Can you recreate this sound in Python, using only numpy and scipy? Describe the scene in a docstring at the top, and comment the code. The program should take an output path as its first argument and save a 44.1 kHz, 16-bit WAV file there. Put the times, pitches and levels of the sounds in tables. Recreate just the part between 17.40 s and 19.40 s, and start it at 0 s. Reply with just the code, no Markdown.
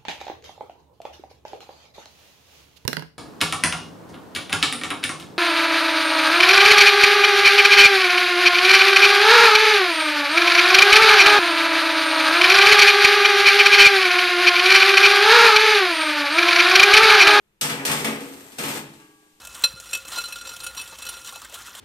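"""In a kitchen, a loaded metal sheet pan lands on a wire oven rack, clatters, slides and is shoved home.
Each contact cracks, sets off the dense shimmer of pan and rack, and rings the sheet's low modes and
the wires; the rim chatters as it catches and slips. Then a hand takes the open oven door: light knocks
and a faint metallic ring. A soft rustle of sleeve and foil and a low room tone sit underneath."""
import sys
import numpy as np
from scipy import signal
from scipy.fft import rfft, irfft, next_fast_len
from scipy.io import wavfile
from scipy.ndimage import map_coordinates

SR = 44100
rng = np.random.default_rng(int(sys.argv[2]) if len(sys.argv) > 2 else 0)


def transcribe(u):
    """Save the signal u as a 16-bit wav file named by the first command-line argument.

    u: samples, shape (n,) or (channels, n), limited to [-1, 1]; the rate is SR.
    q: integer samples, one column per channel.
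    """
    v = np.clip(np.atleast_2d(u).T, -1, 1)
    q = np.round(v * 32767).astype(np.int16)
    wavfile.write(sys.argv[1], SR, q)


N = 88200


# Hits of the pan on the rack: start_s, thud_db, bass_db, middle_db, treble_db
PAN_HITS = [(0.2117, -32.5, -34.5, -24.5, -18), (.24, -30, -31, -24.5, -35),
            (.296, -32.5, -30.5, -23.5, -28), (.395, -36, -30.5, -30, -62),
            (0.4514, -34, -31.5, -23.5, -19.5), (.476, -33, -35, -24.5, -31),
            (.497, -28.5, -32, -22.5, -30), (.514, -32.5, -32, -23, -21.5), (0.595, -40, -30.5, -33.5, -31),
            (.645, -30, -27, -20.5, -24.5), (.673, -42, -25, -34.5, -57), (.806, -43, -37.5, -40.5, -39),
            (.845, -43, -35.5, -52, -63), (1.1192, -66, -49.5, -48, -45.5),
            (1.1847, -34.5, -31, -28, -27.5), (1.237, -37.5, -34, -26.5, -29.5),
            (1.283, -35, -36.5, -29, -31), (1.352, -35, -35.5, -36, -37)]
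# Body of the pan, its low modes: pitch_hz, level_db, t60_s
PAN_MODES = [(141.2, -4.5, 0.69), (157.3, -5, 0.64), (221.4, 0, 0.62), (272.6, -4.5, 0.89), (283.1, -6, 1),
             (327.7, -11, 1), (397.6, -10, 0.93), (424.3, -12, 0.92), (484.6, -2, 0.43), (575, -8, 0.39),
             (678, -7.5, 0.3), (870, -9, .45), (1097, -14, 0.44), (1227, -11, 0.56), (1290, -13, 0.49)]
# Clang of the rack's wires: pitch_hz, level_db, t60_s
WIRE_MODES = [(1690, -7, .6), (1943, -3, .5), (2042, -3, .55), (2264, -1, .25), (2416, 0, .6),
              (2696, -2, .6), (3341, 0, .25), (3483, 0, .35), (4592, -6, .3), (5297, -2, .4),
              (6720, -6, .45), (7705, -4, .45)]
def pan_on_rack():
    """Each hit clatters and rings the sheet and the wires, as far as its force reaches their modes."""
    out = clatter(PAN_HITS)
    for start_s, *bands_db in PAN_HITS:
        body = [(hz, db + force_db(bands_db, hz), t60) for hz, db, t60 in PAN_MODES]
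        clang = [(hz, db + force_db(bands_db, hz), t60) for hz, db, t60 in WIRE_MODES]
        add(out, start_s, amp(-8.5) * ring(body, rise_s=0.0053, skew_rad=0.28))
        add(out, start_s, amp(-19) * ring(clang, rise_s=0.001, skew_rad=1.22))
    return out


# Tone of the metal's shimmer: freq_hz, level_db
SHIMMER_TONE = [(25, -35), (45, -28), (65, -13), (105, -13), (145, -3.5), (185, -5), (220, -3), (280, -6),
                (350, -7), (490, -6), (540, -12.5), (730, -12.5), (870, -9.5), (1000, -13), (2500, -10),
                (5400, -16.5), (7500, -16.5), (8100, -12.5), (8800, -14), (9600, -19), (14400, -22.5)]
def clatter(hits):
    """Each contact cracks and leaves a shimmer of countless close modes; its bass builds in the oven."""
    out, t = np.zeros((2, N)), np.arange(SR) / SR
    attack_s, swell_s, crossover_hz = 0.00022, 0.004, 444
    attack, swell = 1 - np.exp(-t / attack_s), 1 - np.exp(-t / swell_s)
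    grid_hz, patch_width_hz = np.arange(0, SR // 2, 10), 69.55
    for start_s, *bands_db in hits:
        # Every contact favours other groups of modes, mostly above the bass.
        patches_db = 3 * wobble(grid_hz / patch_width_hz) * grid_hz / (grid_hz + 970)
        hit_eq = lambda hz: amp(force_db(bands_db, hz) + np.interp(hz, grid_hz, patches_db))
        shimmer = die_away(filtered(noise(SHIMMER_TONE, size=len(t)), hit_eq))
        bass = filtered(shimmer, lambda hz: 1 / (1 + (hz / crossover_hz) ** 4))
        add(out, start_s, attack * (shimmer - bass) + swell * bass)
        treble_db = bands_db[-1]
        add(out, start_s, amp(treble_db - 4.5) * crack())
    return out


# Tail of the clatter in oven and kitchen: freq_hz, t60_s
CLATTER_TAIL = [(80, 0.57), (260, 0.95), (700, 0.78), (2200, .58), (5000, .48), (8500, 0.42), (13000, 0.47)]
def die_away(x):
    """Each frequency fades at its own speed."""
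    hz, t, spectrum = signal.stft(x, SR, nperseg=256)
    fade = 1000 ** (-t / along(CLATTER_TAIL, hz)[:, None])
    return signal.istft(spectrum * fade, SR, nperseg=256)[1][:, :x.shape[1]]


def crack(centre_hz=5960, decay_s=0.009):
    """The dry, bright click of metal meeting metal."""
    t = np.arange(SR // 10) / SR
    white = rng.standard_normal((1, len(t)))
    burst = filtered(white, lambda hz: hz * centre_hz / (hz ** 2 + centre_hz ** 2))
    return unit(burst) * np.exp(-t / decay_s)


def force_db(bands_db, hz):
    """How hard a contact drives each frequency."""
    thud, bass, middle, treble = bands_db
    return along([(153, thud), (241, bass), (406, bass), (970, middle), (2320, middle), (5370, treble)], hz)


def ring(modes, rise_s, skew_rad, scatter_db=1.5):
    """Damped modes, each a little uneven in strength and out of step between left and right."""
    t, out = np.arange(N) / SR, np.zeros((2, N))
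    draws, turns = rng.standard_normal((len(modes), 2)), rng.random(len(modes))
    for (hz, db, t60), (strength, skew), turn in zip(modes, draws, turns):
        phase = 2 * np.pi * turn + skew_rad * skew * np.array([[.5], [-.5]])
        fade = amp(db + scatter_db * strength) * 1000 ** (-t / t60)
        out += fade * np.sin(2 * np.pi * hz * t + phase)
    return np.sqrt(2) * out * (1 - np.exp(-t / rise_s))


# Envelope of the rim sliding on the wires: time_s, level_db
SLIDE_ENVELOPE = [(.2, -91), (.23, -37), (.4, -49.5), (.52, -33), (.77, -48.5), (.94, -42.5), (1.03, -45),
                  (1.17, -47), (1.2, -31.5), (1.3, -32), (1.38, -31), (1.46, -52), (1.55, -82)]
# Tone of the scrape: freq_hz, level_db
SCRAPE_TONE = [(30, -22), (70, -8.5), (150, 2.5), (235, -15), (280, 7.5), (330, 1.5), (365, 2.5),
               (410, 10.5), (470, -6), (600, 0), (2400, -2.5), (5500, -8), (7400, -6.5), (8500, -1.5),
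               (9800, -11.5), (14000, -7.5)]
def rim_slide(slips_per_s=2500, scatter_db=1.5, wet_db=-2):
    """The rim catches and slips on the wires in tiny uneven jerks, with a wash of echo from the oven."""
    slips = (rng.random(N) < slips_per_s / SR) * amp(scatter_db * rng.standard_normal(N))
    direct = spread(slips * rng.standard_normal((2, N)), SCRAPE_TONE)
    wash = amp(wet_db) * noise(SCRAPE_TONE)
    return level(SLIDE_ENVELOPE) * unit(direct + wash)


# Light knocks on the door: start_s, thud_db, bass_db, middle_db, treble_db
DOOR_KNOCKS = [(1.5363, -46, -70, -54, -51), (1.6, -68, -79, -50.5, -54), (1.82, -78, -56.5, -62, -69)]
# Faint ring of the door's metal: pitch_hz, level_db, t60_s
DOOR_MODES = [(305, -57.5, 1.77), (420, -57.5, 1.3), (800, -76, 3.4), (888, -59, 0.45), (1150, -61, 1.54),
              (1630, -63.5, 1.8), (2760, -65, 0.99)]
def oven_door(ring_start_s=1.585, waver_db=1, wavers_per_s=12):
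    """A hand grips the door: soft knocks and a thin, wavering ring."""
    out = clatter(DOOR_KNOCKS)
    for mode in DOOR_MODES:
        waver = amp(waver_db * wobble(np.arange(N) / SR * wavers_per_s))
        add(out, ring_start_s, waver * ring([mode], rise_s=0.0067, skew_rad=0.28))
    return out


# Envelope of the rustle: time_s, level_db
RUSTLE_ENVELOPE = [(1.1, -100), (1.5, -53.5), (1.62, -58), (1.75, -61), (2, -62.5)]
# Tone of the rustle: freq_hz, level_db
RUSTLE_TONE = [(120, -34), (300, -18), (550, -32), (860, -8.5), (1200, -21), (2700, -11.5), (5500, -16.5),
               (8500, -12.5), (10000, -19), (14000, -18.5)]
def rustle():
    """Sleeve and foil brush softly, swelling as the hand reaches the door."""
    return level(RUSTLE_ENVELOPE) * noise(RUSTLE_TONE)


# Tone of the kitchen's background: freq_hz, level_db
ROOM_TONE = [(25, 0), (50, -8), (90, -7), (160, -3), (210, -1.5), (250, -15), (350, -3), (550, -15.5),
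             (1500, -16), (2700, -16.5), (5000, -25.5), (8500, -24.5), (14000, -27)]
def room_tone():
    """A quiet, steady bed of bass-heavy noise."""
    return amp(-68.5) * noise(ROOM_TONE)


# Stereo width, narrower as likeness nears 1: freq_hz, left_right_likeness
STEREO_LIKENESS = [(40, .6), (80, 0.4), (135, 1.5), (290, 0.6), (630, 0.93), (1400, 0.24), (4000, .15),
                   (14000, -0.25)]
def spread(pair, tone):
    """Two unrelated signals become coloured stereo of rms 1, narrow in the lows and wide on top."""
    def mid_side_gains(hz):
        angle = np.arccos(np.clip(along(STEREO_LIKENESS, hz), -1, 1)) / 2
        return amp(along(tone, hz)) * [np.cos(angle), np.sin(angle)]
    mid, side = filtered(pair, mid_side_gains)
    return unit(np.array([mid + side, mid - side]))


# Stereo balance: freq_hz, left_over_right_db
BALANCE = [(60, 4), (110, -0.5), (200, 1.5), (370, -0.5), (680, 3), (1260, 2), (2310, 3), (4240, 0),
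           (7800, 3.0), (14300, 2)]
def lean_left(x, lead_s=0.0001992):
    """The sound reaches the left side a little earlier and, in most bands, louder."""
    sides = np.array([[.5], [-.5]])
    return filtered(x, lambda hz: amp(sides * along(BALANCE, hz)) * np.exp(2j * np.pi * hz * lead_s * sides))


def noise(tone, size=N):
    """Coloured stereo noise of rms 1."""
    return spread(rng.standard_normal((2, size)), tone)


def wobble(at):
    """A smooth random curve with one knot per unit of at."""
    return map_coordinates(rng.standard_normal(4096), [at], mode="wrap")


def amp(db):
    return 10 ** (np.asarray(db) / 20)


def unit(x):
    return x / np.sqrt(np.mean(x ** 2) + 1e-20)


def along(points, hz):
    """Read (freq_hz, value) points on a log frequency axis."""
    freqs, values = np.transpose(points)
    return np.interp(np.log(hz + 1), np.log(freqs + 1), values)


def level(envelope):
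    """Gain per sample from (time_s, level_db) rows."""
    return amp(np.interp(np.arange(N) / SR, *np.transpose(envelope)))


def filtered(x, response):
    """Shape x with a frequency response."""
    size = x.shape[-1]
    padded = next_fast_len(size + SR // 10, real=True)
    return irfft(rfft(x, padded) * response(np.fft.rfftfreq(padded, 1 / SR)), padded)[..., :size]


def add(track, start_s, sound):
    """Mix a sound in from start_s."""
    part = track[:, int(round(start_s * SR)):][:, :sound.shape[-1]]
    part += sound[:, :part.shape[1]]


def scene():
    """Pan, door, rustle and room, heard from a little to the right of the oven."""
    return lean_left(pan_on_rack() + rim_slide() + oven_door() + rustle() + room_tone())


def record(dry):
    """A steep high cut takes off the top air."""
    cutoff_hz, edge_hz = 14650, 200
    return filtered(dry, lambda hz: np.clip((cutoff_hz - hz) / edge_hz + .5, 0, 1))


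dry = scene()
out = record(dry)
transcribe(out)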